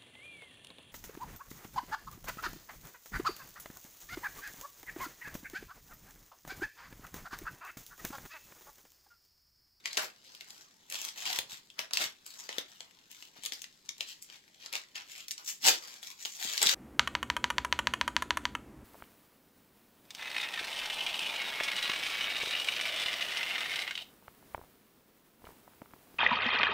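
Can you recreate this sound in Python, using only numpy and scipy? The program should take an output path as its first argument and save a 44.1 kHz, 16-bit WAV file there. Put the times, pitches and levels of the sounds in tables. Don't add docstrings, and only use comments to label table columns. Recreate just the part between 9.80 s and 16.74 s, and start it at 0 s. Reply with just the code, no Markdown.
import sys
import numpy as np
from scipy import signal
from scipy.fft import rfft, irfft, next_fast_len
from scipy.io import wavfile
from scipy.ndimage import uniform_filter1d, minimum_filter1d

SR = 44100
rng = np.random.default_rng(int(sys.argv[2]) if len(sys.argv) > 2 else 0)


def store_wav(level_fs):
    pcm = np.round(np.clip(np.atleast_2d(level_fs), -1, 1) * 32767)
    wavfile.write(sys.argv[1], SR, pcm.T.astype(np.int16))


N = 306274


def amp(db):
    return 10 ** (np.asarray(db) / 20)


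def unit(x):
    return x / np.sqrt(np.mean(x ** 2) + 1e-20)


def along(points, hz):
    point_hz, value = np.transpose(points)
    return np.interp(np.log(hz + 1), np.log(point_hz + 1), value)


def filtered(x, response):
    size = next_fast_len(N + SR // 2)
    hz = np.fft.rfftfreq(size, 1 / SR)
    return irfft(rfft(x, size) * response(hz), size)[..., :N]


def coloured(x, spectrum):
    return unit(filtered(x, lambda hz: amp(along(spectrum, hz))))


def band(x, low_hz, high_hz, order):
    edges_hz = np.sort(np.clip([low_hz, high_hz], 20, SR / 2 - 100))
    b, a = signal.butter(order, edges_hz, "band", fs=SR)
    return signal.lfilter(b, a, x)


def pair(shape, apart):
    return rng.standard_normal(shape) + apart * rng.standard_normal((2, *shape))


def hush():
    # (per Hz, relative)
    ambient_spectrum = [(20, -2), (60, -3.5), (200, 5), (400, 1), (1200, -24), (4000, -2.5), (16000, -26)]
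    return coloured(pair((N,), apart=0.53), ambient_spectrum)


def room(x):
    # hz, t60_s
    decay_times = [(300, 0.29), (1000, 0.23), (5000, 0.19), (14000, 0.13)]
    buildup_s = 0.00033
    hop = SR // 8
    out = np.zeros((2, N + 2 * SR))
    x = np.pad(x, (hop, 2 * hop))
    window = np.sin(np.linspace(0, np.pi, 2 * hop))
    for start in range(0, N + hop, hop):
        hz, age_s, z = signal.stft(rng.standard_normal((2, SR // 2)), SR, nperseg=256)
        decay = amp(-60 * age_s / along(decay_times, hz)[:, None])
        tail = signal.istft(z * decay, SR, nperseg=256)[1]
        tail *= 1 - np.exp(-np.arange(tail.shape[1]) / SR / buildup_s)
        piece = x[start:start + 2 * hop] * window
        echo = signal.fftconvolve(piece[None], tail / np.linalg.norm(tail[0]), axes=1)
        out[:, start:start + echo.shape[1]] += echo
    return out[:, hop:hop + N]


def close_pair(x):
    apart_hz = 400
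    mid = x.mean(axis=0)
    return mid + filtered(x - mid, lambda hz: hz / np.hypot(hz, apart_hz))


def direct(x):
    # hz, left_minus_right_db
    level_excess = [(500, 1), (1000, -1), (2500, 5), (10000, 2.5)]
    # hz, left_lead_rad
    phase_lead = [(0, 0), (520, .4), (1810, 4.5), (4910, 7.2), (6600, 12), (11300, 18), (16000, 22.5)]
    side = np.array([[1], [-1]]) / 2

    def response(hz):
        lead_rad = np.interp(hz, *np.transpose(phase_lead))
        return amp(side * along(level_excess, hz)) * np.exp(1j * side * lead_rad)

    return filtered(x, response)


def parcel_turn():
    # time_s, left_minus_right_db
    turning = [(2.3, -0.3), (3.7, 2.5), (5.7, -1), (6.2, 0.4)]
    balance_db = np.interp(np.arange(N) / SR, *np.transpose(turning))
    return amp(np.array([[.5], [-.5]]) * balance_db)


def knocks():
    # start_s, peak_db, pitch_hz
    knock_rows = [(0.176, -47, 330), (0.237, -54, 240), (1.587, -47, 172), (1.73, -54, 150),
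                  (1.992, -34.5, 600), (2.26, -51, 190), (2.783, -32, 480), (3.587, -56, 230),
                  (3.722, -50, 400), (6.651, -45, 268), (6.86, -42, 272)]
    t60_s = .009
    t = np.arange(SR // 6) / SR
    out = np.zeros(N + SR)
    for start_s, peak_db, pitch_hz in knock_rows:
        sine = amp(-60 * t / t60_s) * np.sin(2 * np.pi * pitch_hz * t)
        ring = band(sine, pitch_hz / 2, SR / 4, order=2)
        out[round(start_s * SR):][:len(t)] += amp(peak_db) * ring / np.abs(ring).max()
    return out[:N]


def handling(t):
    # start_s (at full strength), attack_s (per 20 dB), hold_s, hiss_db, flutter_db, treble_db, ring_hz
    stroke_rows = [(0.058, .015, 0.012, -42, -54, -10, 2200), (0.1, .04, .06, -55, -60, -7, 5000),
                   (0.174, .016, .06, -41, -40, -1.5, 2200), (0.47, .08, .17, -61.5, -70.5, -4, 4700),
                   (0.681, .04, .14, -63.5, -67.5, 3, 5400), (1.115, .02, .17, -47, -55, 1, 3000),
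                   (1.375, .04, .07, -46, -55, -2, 3100), (1.465, .025, .11, -39.5, -46, -2, 3300),
                   (1.722, .04, .015, -45, -56, 1, 4300), (1.993, .016, 0.012, -43, -43, -10, 2000),
                   (2.138, .012, 0.06, -43, -52, -4, 3100), (2.208, .03, .025, -34, -40, -2, 3200),
                   (2.462, .02, 0.09, -58, -66, 4, 4400), (2.59, .04, .07, -56, -65, 3, 5500),
                   (2.695, .03, .115, -55, -58, -7, 3000), (2.883, .04, 0.17, -66, -70.5, 0.5, 3000),
                   (3.305, .02, 0.17, -60, -74.5, 2, 3000), (3.567, .02, 0.013, -57, -59, -10, 2800),
                   (3.637, .02, 0.024, -50, -61, 0, 3400), (3.725, .01, .06, -55.5, -65, 2, 5000),
                   (4.209, .015, .01, -47, -57, -4, 4000), (4.282, .02, .03, -49.5, -75, 0, 4400),
                   (4.426, .02, 0.01, -60, -87, 8, 7600), (4.53, .06, .035, -56, -66, -5.5, 2900),
                   (4.825, .06, .045, -55, -63, -9, 3300), (4.932, .012, 0.035, -42, -52, -6, 2200),
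                   (5.158, .012, 0.041, -47, -58, -11, 2400), (5.315, .06, .1, -51.5, -68.5, 1, 2400),
                   (5.582, .01, 0.034, -59.5, -57.5, -6, 4800), (5.682, .04, .02, -41.5, -63, 5, 7400),
                   (5.861, .027, .033, -22.5, -33.5, -.5, 5000), (6.03, .04, .14, -55, -60.5, -1, 5100),
                   (6.228, .015, .1, -52.5, -63, 3.5, 3300), (6.41, .05, .17, -52, -72, 2, 6700),
                   (6.615, .05, 0.19, -43, -53, 1, 3200), (6.823, .02, .11, -33, -40.5, -1, 3400)]
    ease_db, release_s = 3, .06
    held_hiss_db, held_flutter_db = -71.5, -73.5
    columns = np.transpose(stroke_rows)[..., None]
    start_s, attack_s, hold_s, hiss_db, flutter_db, treble_db, ring_hz = columns
    age_s = t - start_s
    attack_db = 20 * np.minimum(age_s, 0) / attack_s
    easing_db = ease_db * (np.clip(age_s / hold_s, 0, 1) - .5)
    release_db = 20 * np.maximum(age_s - hold_s, 0) / release_s
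    power = amp(np.maximum(attack_db - easing_db - release_db, -120)) ** 2
    hiss = power * amp(hiss_db) ** 2
    flutter = power * amp(flutter_db) ** 2
    all_hiss = hiss.sum(axis=0) + amp(held_hiss_db) ** 2
    all_flutter = flutter.sum(axis=0) + amp(held_flutter_db) ** 2
    mean_treble_db = (hiss * treble_db).sum(axis=0) / all_hiss
    mean_ring_hz = (hiss * ring_hz).sum(axis=0) / hiss.sum(axis=0)
    return 10 * np.log10(all_hiss), 10 * np.log10(all_flutter), mean_treble_db, mean_ring_hz


def snaps(rows):
    strain_s, strain_db = .005, -31
    base_flip_s, slowing, facet_q = .0038, .2, 4
    s, db, ring_hz, pop_db, edge_db = np.transpose(rows)[..., None]
    t = np.arange(SR // 30) / SR

    def each(x):
        return x / np.sqrt(np.sum(x ** 2, axis=-1, keepdims=True).mean(axis=0))

    flip_s = base_flip_s * amp(slowing * np.maximum(pop_db + 36, 0))
    age_s = np.maximum(t - strain_s, 0)
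    slips = .08 * amp(-60 * age_s / .025)
    shape = (amp(-60 * age_s / flip_s) + slips) * (1 - np.exp(-age_s / .0006))
    shape += amp(strain_db) * (t / strain_s) * (t < strain_s)
    crack_noise, ring_noise, pop_edge_noise = (pair((len(s), len(t)), apart=.55) * shape for _ in range(3))
    hz = np.fft.rfftfreq(len(t), 1 / SR) + 1
    facet = 1 / (1 + 1j * facet_q * (hz / ring_hz - ring_hz / hz))
    ring = each(irfft(rfft(ring_noise) * facet, len(t)))
    core = each(each(band(crack_noise, 1970, 7340, order=4)) + 1.1 * ring)
    pop = amp(pop_db + 11) * each(band(pop_edge_noise, 367, 3180, order=3))
    edge = amp(edge_db + 2.5) * each(band(pop_edge_noise, 6400, 17100, order=2))
    sound = amp(db + 8.6) * each(core + pop + edge)
    first = np.round(np.maximum(s - strain_s, 0) * SR).astype(int)
    where = first + np.arange(len(t))
    return np.array([np.bincount(where.ravel(), ear.ravel(), N)[:N] for ear in sound])


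def crinkles(count):
    crowding, growth = .25, .62
    level_db, spread_db = -9, 4.8
    t = np.arange(0, N, 40) / SR
    tally = np.cumsum(amp(crowding * handling(t)[0]))
    when_s = np.interp(rng.random(count), tally / tally[-1], t)
    hiss_db, _, treble_db, span_hz = handling(when_s)
    size, pitch, pop, edge = np.clip(rng.standard_normal((count, 4)), -2, 1.8).T
    db = level_db + growth * hiss_db + spread_db * size
    ring_hz = span_hz * np.exp(.38 * pitch)
    pop_db = -30.5 + 4 * pop
    edge_db = -23 + treble_db + 4 * edge
    return snaps(np.transpose([when_s, db, ring_hz, pop_db, edge_db]))


def creases():
    # flip_s, strength_db, ring_hz, pop_db, edge_db (relative levels; snaps() adds fixed lifts)
    crease_rows = [(0.0570, -15, 2050, -31, -40), (0.1308, -23, 4650, -32, -24),
                   (0.1712, -12.5, 6200, -19, -15), (0.1752, -11, 2750, -18, -18),
                   (0.5495, -33, 3190, -32, -10), (0.609, -27.5, 3000, -20.5, -17),
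                   (0.7049, -30, 5100, -32, -14), (1.1002, -26, 7700, -27, -6),
                   (1.1237, -22, 3024, -35, -3), (1.1432, -22, 3100, -19, -14),
                   (1.1547, -21, 3206, -24, -13), (1.2158, -22, 6000, -35, -5),
                   (1.2499, -19.5, 6000, -30, -5), (1.2876, -23, 5100, -33, -25),
                   (1.454, -22, 2580, -26, -20), (1.529, -19, 3390, -29.5, -10),
                   (1.5616, -20, 3190, -33, -15), (1.588, -12, 3150, -21, -9),
                   (1.9016, -35, 3250, -36, -22), (1.9914, -15, 2600, -23, -17),
                   (2.109, -28, 1380, -12, -25), (2.1346, -12, 4400, -32, -10),
                   (2.1716, -9.5, 3060, -33, -17), (2.464, -29, 7280, -22, -3),
                   (2.6907, -20.5, 1900, -16, -30), (2.7271, -27, 3150, -26, -30),
                   (2.7832, -13.5, 3400, -23, -13), (3.0056, -25.5, 3040, -22, -28),
                   (3.3146, -33, 3000, -28, 1), (3.4244, -30, 3100, -22, -14), (3.6355, -27, 7190, -30, -8),
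                   (3.6519, -23.5, 3400, -36, -4), (3.6606, -16.5, 3600, -38, -11),
                   (3.7218, -20, 3240, -25, -21), (3.7347, -25, 4900, -30, -10),
                   (3.8187, -25.5, 6700, -32, -8), (3.8418, -27, 2600, -38, -18),
                   (4.0907, -19, 3350, -38, -36), (4.181, -36, 6500, -38, -12),
                   (4.2074, -16, 3420, -29, -27), (4.4246, -29, 7700, -36, 3),
                   (4.4997, -33.5, 2900, -25, -23), (4.8604, -26, 4700, -24, -30),
                   (4.9276, -22.5, 4400, -38, -7), (4.9363, -20.5, 2580, -28, -18),
                   (4.9538, -16, 3100, -28, -28), (5.1559, -24, 3100, -28, -25),
                   (5.4827, -24, 6300, -32, -6), (5.5095, -18.5, 6250, -42, -16),
                   (5.5146, -20.5, 7000, -36, -14), (5.5794, -27, 5200, -33, -25),
                   (5.8678, -3.5, 7000, -20, -6), (5.8772, -8, 5200, -32, -14), (5.884, -3, 5200, -24, -13),
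                   (6.1399, -32, 4870, -19, -13), (6.2292, -28, 3350, -21, -10),
                   (6.451, -20.5, 3300, -28, -12), (6.4552, -18, 3450, -17, -11),
                   (6.6263, -19.5, 3150, -22, -15), (6.7354, -21, 5200, -30, -18),
                   (6.7778, -12.5, 4800, -34, -20), (6.8168, -11.5, 5200, -24, -10),
                   (6.828, -6, 7500, -24, -8), (6.8705, -5.5, 3550, -26, -26),
                   (6.8896, -10.5, 5500, -24, -10)]
    return snaps(crease_rows)


def grains(per_second, spread_db, smooth):
    sizes = amp(spread_db * np.clip(rng.standard_normal(N), -2, 2))
    breaks = sizes * (rng.random(N) < per_second / SR)
    return (unit(breaks) + smooth) * pair((N,), apart=1.0)


def flexing(x, depth_db):
    z = signal.stft(x, nperseg=512)[2]
    field = uniform_filter1d(rng.standard_normal(z.shape[1:]), size=4, axis=0)
    field = uniform_filter1d(field, size=7, axis=1)
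    return signal.istft(z * amp(depth_db * unit(field)), nperseg=512)[1][:, :N]


def stretched(x, ring_hz):
    peak_db, q, wander = -2, 4, .08
    hz, frame_s, z = signal.stft(x, SR, nperseg=512)
    drift = unit(uniform_filter1d(rng.standard_normal(len(frame_s)), size=9))
    centre_hz = np.interp(frame_s, np.arange(N) / SR, ring_hz) * np.exp(wander * drift)
    ratio = (hz[:, None] + 1) / centre_hz
    gain = 1 + amp(peak_db) / (1 + (q * (ratio - 1 / ratio)) ** 2)
    return unit(signal.istft(z * gain, nperseg=512)[1][:, :N])


def strokes():
    # (per Hz, relative)
    fibre_spectrum = [(180, -69), (950, -21), (1900, -8), (3200, -3.5), (7600, -3.8), (9000, -16.5),
                      (11000, -17), (13000, -11.5), (16000, -14)]
    flutter_spectrum = [(30, -34), (70, -38), (130, -12), (230, -2.5), (500, 3), (900, 9), (1900, 7.5),
                        (3500, -7.5)]
    t = np.arange(N) / SR
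    coarse = t[::40]
    controls = [np.interp(t, coarse, control) for control in handling(coarse)]
    hiss_db, flutter_db, treble_db, ring_hz = controls
    fibres = flexing(grains(per_second=1800, spread_db=4.5, smooth=.3), depth_db=2.8)
    hiss = stretched(coloured(fibres, fibre_spectrum), ring_hz)
    treble = filtered(hiss, lambda hz: np.clip((hz - 4500) / 3000, 0, 1))
    bright = amp(treble_db)
    hiss = (hiss + (bright - 1) * treble) / np.sqrt(0.53 + 0.074 * bright ** 2)
    sheet = flexing(grains(per_second=950, spread_db=2.5, smooth=0.8), depth_db=4.0)
    flutter = coloured(sheet, flutter_spectrum)
    catch = amp(1.05 * unit(uniform_filter1d(rng.standard_normal(N), size=300)))
    return catch * (hiss * amp(hiss_db) + flutter * amp(flutter_db))


def scene():
    paper = strokes() + creases() + crinkles(count=450)
    thuds = knocks()
    near = parcel_turn() * direct(paper + thuds)
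    echoes = close_pair(room(paper.mean(axis=0) + amp(-3) * thuds))
    return near + amp(-3.0) * echoes + amp(-70.5) * hush()


def record(dry):
    top_hz = 15900
    needed = np.minimum(1, amp(-4) / (np.abs(dry).max(axis=0) + 1e-9))
    gain = uniform_filter1d(minimum_filter1d(needed, size=180), size=180)
    return filtered(dry * gain, lambda hz: hz < top_hz)


dry = scene()
out = record(dry)
store_wav(out)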